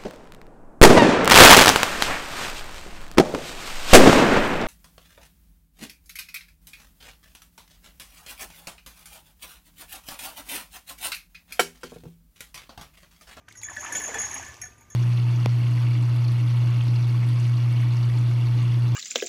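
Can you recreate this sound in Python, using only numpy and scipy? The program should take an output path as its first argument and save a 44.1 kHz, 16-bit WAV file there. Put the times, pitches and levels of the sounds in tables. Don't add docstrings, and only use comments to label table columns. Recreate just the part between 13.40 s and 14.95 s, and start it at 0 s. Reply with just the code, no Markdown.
import sys
import numpy as np
from scipy import signal
from scipy.fft import rfft, irfft
from scipy.io import wavfile

SR = 44100
rng = np.random.default_rng(int(sys.argv[2]) if len(sys.argv) > 2 else 0)


def unload_wav(signal):
    wavfile.write(
        sys.argv[1],
        SR,
        np.round(np.clip(np.atleast_2d(signal).T, -1, 1) * 32767).astype(np.int16),
    )


N = 68355
T = np.arange(N) / SR
WET_RISE_S = 0.00048
SHARP_RISE_S = 0.00027
TICK_DECAY_S = 0.0036


def undb(db):
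    return 10 ** (np.asarray(db) / 20)


def unit(x):
    return x / np.sqrt(np.mean(x ** 2) + 1e-18)


def add(out, start, x):
    i = int(np.clip(start * SR, 0, N - 1))
    out[i:i + len(x)] += x[:N - i]


def coloured(x, points):
    hz, db = np.array(points, float).T
    freqs = np.maximum(np.fft.rfftfreq(len(x), 1 / SR), 1)
    curve_db = np.interp(np.log(freqs), np.log(hz), db, left=-80, right=-80)
    return unit(irfft(rfft(x) * undb(curve_db), len(x)))


def burst(hz, octaves, rise_s, decay_s, size=8192):
    t = T[:size]
    freqs = np.maximum(np.fft.rfftfreq(size, 1 / SR), 1)
    band = np.exp(-.5 * (np.log2(freqs / hz) / octaves) ** 2)
    envelope = (1 - np.exp(-t / rise_s)) * np.exp(-t / decay_s)
    puff = irfft(rfft(rng.standard_normal(size)) * band) * envelope
    return puff * np.sqrt(np.sum(envelope ** 2) / np.sum(puff ** 2)) / envelope.max()


def ring(modes, detune, scatter_db, rise_s=.0011, tumble_hz=38.2, tumble_depth=.56, size=16384):
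    t = T[:size]
    hz, db, t60 = np.array(modes, float).T[:, :, None]
    shift, loudness, phase, spin, angle = rng.standard_normal((5, len(modes), 1))
    gain = undb(db + scatter_db * loudness)
    gain *= np.sqrt(2 * np.sum(undb(db) ** 2) / np.sum(gain ** 2))
    tumble = 1 + tumble_depth * np.sin(2 * np.pi * (tumble_hz * np.exp(spin / 2) * t + angle))
    fade = np.exp(-np.log(1000) * t / t60)
    tones = np.sin(2 * np.pi * (hz * (1 + detune * shift) * t + phase))
    return (gain * tumble * fade * tones).sum(0) * (1 - np.exp(-t / rise_s))


def choked(x, gap_s, choke_s=.017):
    return x * np.exp(-np.maximum(T[:len(x)] - gap_s, 0) / choke_s)


def shower(colour, per_s, decay_cycles, spread_db, glide, rise_share=.52):
    when, pitch, chance = rng.random((8000, 3))[:int(per_s * N / SR)].T
    low_hz, high_hz = colour[0][0], colour[-1][0]
    hz = low_hz * (high_hz / low_hz) ** pitch
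    size = int(min(1024, 2 * np.pi * decay_cycles * SR / low_hz))
    cycles = hz[:, None] * T[:size]
    age = cycles / decay_cycles
    strength = undb(-spread_db * np.log(1 - .995 * chance)) * np.sqrt(hz / high_hz)
    envelope = np.exp(-age) * (1 - np.exp(-age / rise_share)) ** 2
    bend = 1 + glide * (1 - np.exp(-age / 2))
    bubbles = strength[:, None] * envelope * np.sin(2 * np.pi * cycles * bend)
    positions = (when * N).astype(int)[:, None] + np.arange(size)
    return coloured(np.bincount(positions.ravel(), bubbles.ravel(), N)[:N], colour)


def rumble():
    # time_s, level_db
    swell = [(0.0, -63), (0.344, -55), (1.118, -51.5), (1.182, -64), (1.216, -50.5), (1.364, -59.5),
             (1.55, -59.5)]
    # frequency_hz, gain_db
    colour = [(20, -20), (45, -12.5), (72, -2), (90, -4.5), (108, -1), (135, -15.5), (220, -21.5),
              (400, -19)]
    return undb(np.interp(T, *np.array(swell).T)) * coloured(rng.standard_normal(N), colour)


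def creek_and_whine(whine_hz=1201):
    # frequency_hz, gain_db
    colour = [(130, 10), (300, 0), (900, -6), (2000, -11),
              (4000, -16.5), (6500, -17), (9000, -21), (15500, -18)]
    wash = undb(-64.5) * coloured(rng.standard_normal(N), colour)
    whine = undb(-67.5) * unit(np.sin(2 * np.pi * whine_hz * T))
    fade_in_db = np.interp(T, [0, .32], [-7.5, 0])
    return (wash + whine) * undb(fade_in_db)


def flung_water():
    # time_s, slosh_db, patter_db, spray_db
    faders = [(0.0, -63, -71, -78), (0.056, -75, -78, -94), (0.098, -63, -70.5, -64.5),
              (0.262, -68.5, -61, -84), (0.31, -53, -47, -62), (0.344, -100, -53, -60.5),
              (0.384, -54.5, -52.5, -59), (0.448, -54, -43.5, -56), (0.574, -39.5, -45.5, -50.5),
              (0.626, -47.5, -45, -57), (0.75, -42, -41, -51.5), (0.928, -55, -46, -54),
              (0.954, -51.5, -42.5, -53.5), (1.138, -60.5, -56.5, -60), (1.41, -66.5, -69.5, -78),
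              (1.55, -71, -66.5, -79)]
    # frequency_hz, gain_db
    slosh_eq = [(130, -16), (200, 0.5), (300, 2.5), (400, 2), (480, 2.5), (680, 4.5), (800, 2)]
    patter_eq = [(600, -7.5), (740, -5.5), (950, -1), (1190, -2), (1340, -10), (1520, 2.5), (2200, 1),
                 (2800, -8.5), (3600, -15)]
    spray_eq = [(2200, 5), (3000, 4.5), (4000, -3), (5000, -2.5), (6200, 8.5), (8400, -5.5), (11000, -13),
                (14000, -30)]
    mist_eq = [(2200, 2), (3000, 0), (4000, -3), (5000, -1), (6200, 10.5), (7400, -1.5), (8400, -7.5),
               (11000, -7), (12800, -14), (15500, -12)]
    mist = undb(5) * coloured(rng.standard_normal(N), mist_eq)
    slosh = undb(-3) * shower(slosh_eq, per_s=500, decay_cycles=2.97, spread_db=2, glide=.069)
    patter = undb(2) * shower(patter_eq, per_s=1100, decay_cycles=3.44, spread_db=1, glide=.1)
    spray = undb(3.5) * shower(spray_eq, per_s=1800, decay_cycles=3.6, spread_db=3, glide=.066)
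    times, *levels = np.array(faders).T
    layers = [slosh, patter, spray + mist]
    return sum(undb(np.interp(T, times, db)) * layer for db, layer in zip(levels, layers))


def plops(glide=.049):
    # start_s, pitch_hz, level_db, decay_s
    bubbles = [(0.082, 1574, -43.5, 0.0042), (.153, 1980, -52, 0.016), (.213, 888, -54, 0.017),
               (.372, 231, -50, 0.011), (.380, 608.4, -48, 0.035), (.490, 967, -40, 0.033),
               (.685, 460, -42.5, 0.02), (0.954, 274.6, -50.5, 0.054), (.755, 458, -39.5, 0.024),
               (.997, 930, -44, 0.0042), (1.113, 1110, -55, 0.014), (1.235, 748, -53.5, 0.026),
               (1.26, 1500, -45.5, 0.0064), (1.321, 2570, -55.5, 0.0067), (1.400, 2310, -63, 0.012),
               (1.410, 920, -60, 0.013), (1.421, 2330, -53.5, 0.0042)]
    out = np.zeros(N)
    for start, hz, db, decay in bubbles:
        pitch_hz = hz * (1 + glide * (.5 - np.exp(-T / decay / 2)))
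        tone = np.sqrt(2) * np.sin(2 * np.pi * np.cumsum(pitch_hz) / SR)
        envelope = np.exp(-T / decay) * (1 - np.exp(-T / WET_RISE_S))
        add(out, start, undb(db) * tone * envelope)
    return out


def coat_slaps():
    # start_s, centre_hz, width_octaves, level_db, decay_s
    slaps = [(.083, 1390, 0.69, -44, 0.0057), (.111, 2050, 0.13, -50, .009), (.215, 3700, 1, -47.5, 0.01),
             (.233, 2210, 0.13, -37.5, 0.0057), (.297, 1020, 0.34, -38.5, 0.0023),
             (.311, 824, 0.33, -40.5, 0.0056), (.428, 1150, 0.27, -41.5, 0.029),
             (.448, 1230, 0.49, -35, .007), (.462, 2570, 0.31, -36.5, 0.0047),
             (.551, 3190, 0.18, -38.5, 0.013), (.686, 655, 0.63, -35.5, 0.0086),
             (.753, 807, 0.35, -35.5, 0.013), (.763, 413, 0.54, -36, 0.0061),
             (.866, 1100, 0.28, -48, 0.0076), (.964, 880, 0.19, -36, 0.0027),
             (.997, 870, 0.12, -37.5, 0.0027), (1.215, 2160, 0.17, -43.5, 0.018)]
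    out = np.zeros(N)
    for start, hz, octaves, db, decay in slaps:
        add(out, start, undb(db) * burst(hz, octaves, WET_RISE_S, decay))
    return out


def sharp_drops():
    # start_s, level_db
    drops = [(0.086, -47), (0.124, -46), (.173, -57), (1.049, -44), (1.142, -44.5)]
    out = np.zeros(N)
    for start, db in drops:
        add(out, start, undb(db) * burst(hz=4970, octaves=.75, rise_s=SHARP_RISE_S, decay_s=.0027))
    return out


def buckle():
    # start_s, level_db
    clacks = [(0.152, -44.5), (0.251, -39), (0.285, -30), (0.365, -23.5), (0.389, -38), (0.431, -37),
              (0.457, -28.5), (0.517, -27), (.550, -21.5), (.577, -37), (.606, -29), (0.637, -32),
              (.743, -23), (0.833, -30), (0.858, -39.5), (0.932, -29.5), (0.973, -49), (1.024, -35),
              (1.06, -39), (1.086, -36), (1.216, -36), (1.236, -33), (1.505, -49.5)]
    # pitch_hz, gain_db, t60_s
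    modes = [(1514, -17.5, .08), (1740, -9.5, 0.21), (1838, -8.5, 0.044), (2256, -20, 0.032),
             (2225, -24.5, 0.13), (3120, -22, 0.027)]
    out = np.zeros(N)
    gaps = np.diff([row[0] for row in clacks], append=np.inf)
    for (start, db), gap in zip(clacks, gaps):
        metal = ring(modes, detune=.005, scatter_db=4, rise_s=.0013)
        tick = burst(hz=2700, octaves=1, rise_s=SHARP_RISE_S, decay_s=TICK_DECAY_S)
        add(out, start, undb(db) * choked(metal, gap))
        add(out, start, undb(db - 20) * tick)
    return out


def tags(bounce_db=-6.5):
    # start_s, large_db, small_db, bright_db
    strikes = [(.153, -51, -45.5, -59), (.172, -38, -47, -50.5), (.222, -44, -43, -63),
               (.232, -35, -32.5, -44), (.241, -31, -34.5, -80), (.267, -55, -47, -54),
               (.298, -42, -38, -50), (0.332, -40.5, -48, -56), (0.357, -44, -55, -50.5),
               (.369, -42, -39, -53), (.395, -35, -48, -51), (.408, -33, -41, -44.5), (.432, -35, -38, -57),
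               (.446, -38, -37, -44), (.478, -44, -47, -71), (.523, -26.5, -30.5, -33.5),
               (.551, -24.5, -28.5, -37.5), (.564, -30, -21.5, -39.5), (.583, -32, -29, -55),
               (.599, -33, -43, -40.5), (.616, -32, -44, -37), (.637, -29, -31, -40),
               (.655, -29.5, -37.5, -44), (.677, -30, -31, -45.5), (.742, -34, -30.5, -40.5),
               (.783, -26, -31, -46), (.798, -25.5, -39, -35), (.816, -26, -27, -37.5),
               (.832, -24.5, -40, -53), (.852, -29.5, -32.5, -46), (.869, -38, -40, -51),
               (.895, -38, -42, -48), (.913, -32, -37, -45), (.929, -29.5, -39, -59),
               (0.942, -29.5, -40, -35.5), (.957, -35, -39, -69), (.979, -34, -33.5, -55),
               (.996, -41, -41, -61), (1.022, -39.5, -51, -55), (1.060, -43, -43.5, -56),
               (1.082, -51, -53, -53), (1.2149, -29, -44, -37), (1.238, -35.5, -54, -80),
               (1.252, -38.5, -45, -52.5), (1.380, -63, -54.5, -61.5), (1.408, -56.5, -58, -59),
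               (1.501, -45.5, -48.5, -54.5), (1.519, -45, -53, -70)]
    # pitch_hz, gain_db, t60_s
    large_tag = [(4268, -38, 0.27), (5613, -21.5, 0.16), (6473, -9.5, 0.11), (6570, -5.5, 0.17)]
    small_tag = [(3404, -24, 0.17), (6970, -9.5, 0.12), (6986, -6, 0.16), (7820, -29.5, 0.074)]
    overtones = [(10070, -11.5, 0.08), (10930, -11.5, 0.069), (10710, -7.5, 0.061), (10640, -10.5, .07),
                 (12000, -14.5, 0.051), (15200, -19, 0.048)]
    out = np.zeros(N)
    gaps = np.diff([row[0] for row in strikes], append=np.inf)
    for (start, large_db, small_db, bright_db), gap in zip(strikes, gaps):
        metal = undb(large_db) * ring(large_tag, detune=.00441, scatter_db=5)
        metal += undb(small_db) * ring(small_tag, detune=.00441, scatter_db=5)
        metal += undb(bright_db) * ring(overtones, detune=.0063, scatter_db=5.5)
        add(out, start, choked(metal, gap))
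        bounce_s = rng.uniform(.003, .016)
        add(out, start + bounce_s, undb(bounce_db) * choked(metal, gap - bounce_s))
        tick = burst(hz=6250, octaves=.14, rise_s=.0011, decay_s=TICK_DECAY_S)
        bright_tick = burst(hz=10620, octaves=.097, rise_s=.0011, decay_s=.0032)
        add(out, start, undb(large_db - 13) * tick + undb(bright_db - 3.5) * bright_tick)
    return out


def bank_echo(x, level_db=-12.5, t60_s=.29, delay_s=.018):
    tail = rng.standard_normal(N) * np.exp(-np.log(1000) * T / t60_s) * (T > delay_s)
    tail /= np.sqrt(np.sum(tail ** 2))
    return undb(level_db) * signal.fftconvolve(x, tail)[:N]


def scene():
    bed = rumble() + creek_and_whine()
    dog = flung_water() + plops() + coat_slaps() + sharp_drops() + buckle() + tags()
    return (dog + bank_echo(dog) + bed)[None]


def record(dry):
    cutoff_hz = 15650
    return signal.sosfilt(signal.ellip(10, .2, 80, cutoff_hz, fs=SR, output="sos"), dry)


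dry = scene()
out = record(dry)
unload_wav(out)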